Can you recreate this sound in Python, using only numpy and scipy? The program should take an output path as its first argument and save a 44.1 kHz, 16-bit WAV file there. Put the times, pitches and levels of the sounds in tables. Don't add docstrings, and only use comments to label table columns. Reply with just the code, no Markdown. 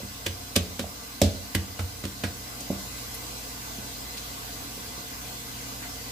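import sys
import numpy as np
from scipy import signal
from scipy.io import wavfile
from scipy.ndimage import uniform_filter1d

SR = 44100
rng = np.random.default_rng(int(sys.argv[2]) if len(sys.argv) > 2 else 0)


def transcribe(signal):
    frames = np.atleast_2d(signal).T
    limited = np.clip(frames, -1, 1)
    pcm = np.round(limited * 32767).astype(np.int16)
    wavfile.write(sys.argv[1], SR, pcm)


N = 269451
HANDS_PAN_DB = -2.5


def gain_of(db):
    return 10 ** (np.asarray(db) / 20)


def evened(x):
    return x / np.sqrt(np.mean(x ** 2) + 1e-20)


def evened_at_start(x):
    return x / np.sqrt(np.mean(x[..., :SR // 40] ** 2))


def sides(pan_db):
    return gain_of(np.array([[.5], [-.5]]) * pan_db)


def read(points, hz):
    f, value = np.transpose(points)
    return np.interp(np.log(hz + 1), np.log(f + 1), value)


def add(mix, s, sound):
    part = mix[:, round(s * SR):][:, :sound.shape[1]]
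    part += sound[:, :part.shape[1]]


def wander(t, top_hz):
    coarse = t[::64]
    drift = 0
    for f in np.geomspace(.2, top_hz, num=24):
        drift = drift + np.sin(2 * np.pi * (f * coarse + rng.random())) / np.sqrt(f)
    return np.interp(t, coarse, evened(drift))


def band(x, hz, width):
    b, a = signal.iirpeak(np.clip(hz, 100, SR / 2.5), 1 / width, SR)
    return signal.lfilter(b, a, x)


# frequency in Hz, likeness from 0 to 1.
LIKENESS = [(60, .995), (160, 0.63), (270, 0.88), (450, 1), (740, 0.13), (1500, 0.3), (5000, 0.054),
            (15000, 0.052)]
# frequency in Hz, left minus right in dB.
LEAN = [(60, 0.5), (150, 1), (500, -0.2), (3000, -0.4), (15000, -0.7)]


def wide_noise(shape_db, lag, patchy_db):
    frames, hz = N // 512 + 5, np.fft.rfftfreq(2048, 1 / SR)
    a, b, c, d, patches = rng.standard_normal((frames, 1025, 5)).T
    patches = uniform_filter1d(patches, size=16, axis=0)
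    patches = evened(uniform_filter1d(patches, size=5, axis=1))
    same = np.clip(read(LIKENESS, hz), 0, 1)[:, None]
    right = a + 1j * b
    early = np.exp(2j * np.pi * hz * lag / SR)[:, None]
    left = same * early * right + np.sqrt(1 - same ** 2) * (c + 1j * d)
    left = left * gain_of(read(LEAN, hz))[:, None]
    spectrum = np.array([left, right]) * gain_of(shape_db(hz)[:, None] + patchy_db * patches)
    return evened(signal.istft(spectrum, nperseg=2048, noverlap=1536)[1][:, :N])


# frequency in Hz, time to fall by 60 dB in seconds.
ECHO_TIMES = [(100, 0.84), (400, 0.52), (1500, 0.25), (4000, 0.15), (12000, 0.12)]
# frequency in Hz, echo level in dB.
ECHO_LEVELS = [(100, -10.5), (300, -7.5), (1000, -3.5), (4000, -5.5), (12000, -9.5)]


def kitchen(x):
    taps = np.zeros((2, SR // 2))
    at = np.arange(200, SR // 2 - 20, 20) + rng.integers(0, 20, (2, (SR // 2 - 201) // 20))
    np.put_along_axis(taps, at, rng.choice([-1., 1.], at.shape), 1)
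    hz, t, z = signal.stft(taps, SR, nperseg=256)
    same = np.clip(read(LIKENESS, hz), 0, 1)[:, None]
    left = same * z[1] + np.sqrt(1 - same ** 2) * z[0]
    z = np.array([left, z[1]]) * gain_of(-60 * t / read(ECHO_TIMES, hz)[:, None])
    z /= np.linalg.norm(z, axis=2, keepdims=True)
    coloured = z * gain_of(read(ECHO_LEVELS, hz))[:, None]
    flat, tail = signal.istft(np.array([z, coloured]), SR, nperseg=256)[1]
    return signal.fftconvolve(x[None], tail / np.linalg.norm(flat[0]), axes=1)[:, :N]


# frequency in Hz, relative level in dB per Hz.
HISS = [(280, -21), (400, -10), (700, -7.5), (950, -8), (1400, -15), (1820, -15), (2400, -12), (3500, -10),
        (4800, -9), (8100, -11.5), (8700, -15.5), (9900, -15.5), (10600, -12.5), (15600, -13.5)]
# frequency in Hz, width in Hz, lift in dB.
SINK = [(486.5, 10.4, 12.5), (710.3, 6, 9), (1064, 14, 17), (1172.5, 14.3, 23.5), (1520, 220, 9),
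        (2028, 56, 11), (2750, 90, 1), (4040, 35, 5), (4140, 14, 11.5), (5003, 32, 10), (6200, 24, 10.5),
        (7870, 53, 7)]
TAP_DB, RIGHT_LAG = -37.5, 18


def tap():
    t = np.arange(N) / SR

    def colour(hz):
        return read(HISS, hz) + sum(db / (1 + (2 * (hz - f) / w) ** 2) for f, w, db in SINK)

    flicker = 0.1 * wander(t, 41)
    return gain_of(TAP_DB + flicker) * wide_noise(colour, RIGHT_LAG, patchy_db=1.69)


# frequency in Hz, relative level in dB per Hz.
RUMBLE = [(12, -36), (20, -6), (49, -7.5), (86, 0), (118, -7), (138, -15), (163, -16.5), (271, 2.5),
          (293, 0), (351, -23.5), (405, -25), (450, -4), (580, -26), (990, -120)]
RUMBLE_DB = -47.5
# frequency in Hz, rms level in dB before wavering and hush, left minus right in dB.
HUM = [(56.1, -49.5, -2), (120.5, -51.5, -4), (157.2, -65, -12), (200, -59.5, -4), (232.6, -66, 2)]


def appliance():
    t = np.arange(N) / SR
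    lines = np.zeros((2, N))
    for hz, db, pan_db in HUM:
        turn = 2 * np.pi * (hz * t + rng.random()) + 0.44 * wander(t, 1.17)
        level = np.sqrt(2) * gain_of(db + 1.5 * wander(t, 6.7))
        lines += level * sides(pan_db) * np.sin(turn)
    rumble = wide_noise(lambda hz: read(RUMBLE, hz), 0, patchy_db=-1.0)
    return lines + gain_of(RUMBLE_DB) * rumble


# start in seconds, level in dB, centre in Hz, time to swell to the peak in seconds.
PUFFS = [(2.6031, -37, 7100, 0.0042), (3.142, -35.5, 11100, 0.0048), (4.171, -35.5, 4140, 0.0063),
         (5.822, -41.5, 1710, 0.012)]


def puff(db, hz, length):
    u = np.arange(SR // 10) / SR / length
    noise = evened(band(rng.standard_normal((2, len(u))), hz, 0.3))
    return gain_of(db) * noise * u * np.exp(1 - u)


def ring(modes, rise, pitch, length):
    t = np.arange(SR // 2) / SR
    hz, db, t60 = np.transpose(modes)[:, :, None]
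    hz = pitch * hz * (1 + 0.022 * rng.standard_normal(hz.shape))
    tones = gain_of(db - 60 * t / (t60 * length)) * np.sin(2 * np.pi * hz * t)
    return evened_at_start(tones.sum(0) * (1 - np.exp(-(t / rise) ** 2)))


# frequency in Hz, relative level in dB, time to fall by 60 dB in seconds.
BOOM = [(57, -9, 0.13), (74.3, 13, 0.27), (93.84, 18, 0.36), (105.7, 7.5, 0.18)]
THUD = [(167, -18.5, 0.32), (210, -3.5, 0.26), (249, -4, 0.18), (266.5, -0.5, 0.11), (360.4, -6.5, 0.14)]
# multiple of its pitch, relative level in dB, time to fall by 60 dB in
# seconds before the ring length scales it.
HOLLOW = [(.73, -9, 0.12), (1, 10.5, 0.026), (1.09, -16.5, 0.15), (1.36, -15, 0.063)]


def blow(boom_db, thud_db, hollow_db, hollow_hz, length, contact):
    boom = gain_of(boom_db) * ring(BOOM, contact + 0.011, 0.94, length)
    thud = gain_of(thud_db) * ring(THUD, contact + 0.00053, 0.93, length)
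    hollow = gain_of(hollow_db) * ring(HOLLOW, contact + 0.001, hollow_hz, length)
    return boom + thud + hollow


# start in seconds, counter boom in dB, thud in dB, hollow in dB, pitch of the hollow in Hz.
KNOCKS = [(.0031, -47, -49, -45.5, 503), (0.0328, -45, -39.5, -52, 405), (.8411, -60, -54, -40, 677),
          (2.61, -61, -48, -51, 596), (2.7025, -38.5, -26, -32.5, 546), (3.7842, -47, -42, -65, 403),
          (4.7772, -59, -46, -48, 413), (4.9792, -60, -42.5, -50, 410)]
KNOCK_RING, KNOCK_CONTACT_S = 0.73, 0.00038


def knock(boom_db, thud_db, hollow_db, hollow_hz):
    body = blow(boom_db, thud_db, hollow_db, hollow_hz, KNOCK_RING, KNOCK_CONTACT_S)
    return sides(HANDS_PAN_DB) * body


# firmest contact in seconds, counter boom in dB, dough thud in dB, cupped palm in dB,
# palm pitch in Hz, smack in dB, smack centre in Hz, fizz in dB, landing time of the fingers in seconds,
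# share of the full ring length.
PATS = [(0.2649, -37, -41.5, -37.5, 480, -32, 2250, -36.5, 0.0043, 0.87),
        (0.5635, -28.5, -25, -29.5, 587, -22.5, 3440, -30, 0.0058, 0.74),
        (0.7941, -40.5, -33, -37.5, 580, -37, 2300, -39, 0.0015, 1.1),
        (1.2174, -22.5, -22, -21, 603, -31.5, 3970, -28.5, 0.0021, 0.93),
        (1.5506, -28, -29.5, -39.5, 465, -33, 2520, -29.5, 0.0034, 0.77),
        (1.795, -31, -40, -42, 618, -37.5, 1490, -58, 0.0063, 0.78),
        (2.0403, -35, -39, -43.5, 548, -43, 1850, -57, .0045, 0.45),
        (2.0534, -57, -35, -45, 473, -40.5, 2890, -59, 0.0031, 0.65),
        (2.2389, -32.5, -31.5, -36.5, 653, -32, 1540, -53, 0.0043, 0.58)]
SMACK_CYCLES = 15.3
AIR_DB, AIR_HZ, AIR_S = -8.5, 4000, 0.048


def pat(s, boom_db, thud_db, palm_db, palm_hz, smack_db, smack_hz, fizz_db, landing, length):
    t = np.arange(SR // 2) / SR - 2 * landing
    before = -abs(1.73 * t / landing) ** 1.33
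    after = -(abs(t) * smack_hz / SMACK_CYCLES) ** 0.99
    rush = np.exp(np.where(t < 0, before, after))
    squirt = np.where(t < 0, rush, np.exp(-t / AIR_S))
    grain_db = 2.2 * evened(uniform_filter1d(rng.standard_normal(len(t)), size=30))
    grit = rng.standard_normal((3, len(t))) * gain_of(grain_db) * signal.windows.tukey(len(t), .004)
    grit = 0.39 * grit[0] + grit[1:]
    smack = gain_of(smack_db) * evened_at_start(band(grit * rush, smack_hz, 0.98))
    fizz = gain_of(fizz_db) * evened_at_start(band(grit * rush, 7000, 3.1))
    swapped = grit[::-1]
    air = gain_of(palm_db + AIR_DB) * evened_at_start(band(swapped * squirt, AIR_HZ, 0.62))
    body = blow(boom_db, thud_db, palm_db, palm_hz, length, landing)
    body = np.roll(body, round(landing * SR))
    return s - 2 * landing, sides(HANDS_PAN_DB) * (smack + fizz + air + body)


HUSH_DB, HUSH_ENDS_S, HUSH_FADE_S = -2.5, 2.19, 0.64


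def scene():
    hands = np.zeros((2, N))
    for row in PATS:
        add(hands, *pat(*row))
    for s, *row in KNOCKS:
        add(hands, s, knock(*row))
    for s, *row in PUFFS:
        add(hands, s, puff(*row))
    hush = np.clip(1 - (np.arange(N) / SR - HUSH_ENDS_S) / HUSH_FADE_S, 0, 1)
    background = gain_of(HUSH_DB * hush) * (tap() + appliance())
    return hands + kitchen(hands.mean(0)) + background


def record(dry):
    thin = signal.sosfilt(signal.butter(2, 35, "high", fs=SR, output="sos"), dry)
    treble_cut = signal.firwin(1023, 15520, window=("kaiser", 9), fs=SR)
    return signal.oaconvolve(thin, treble_cut[None], "same")


dry = scene()
out = record(dry)
transcribe(out)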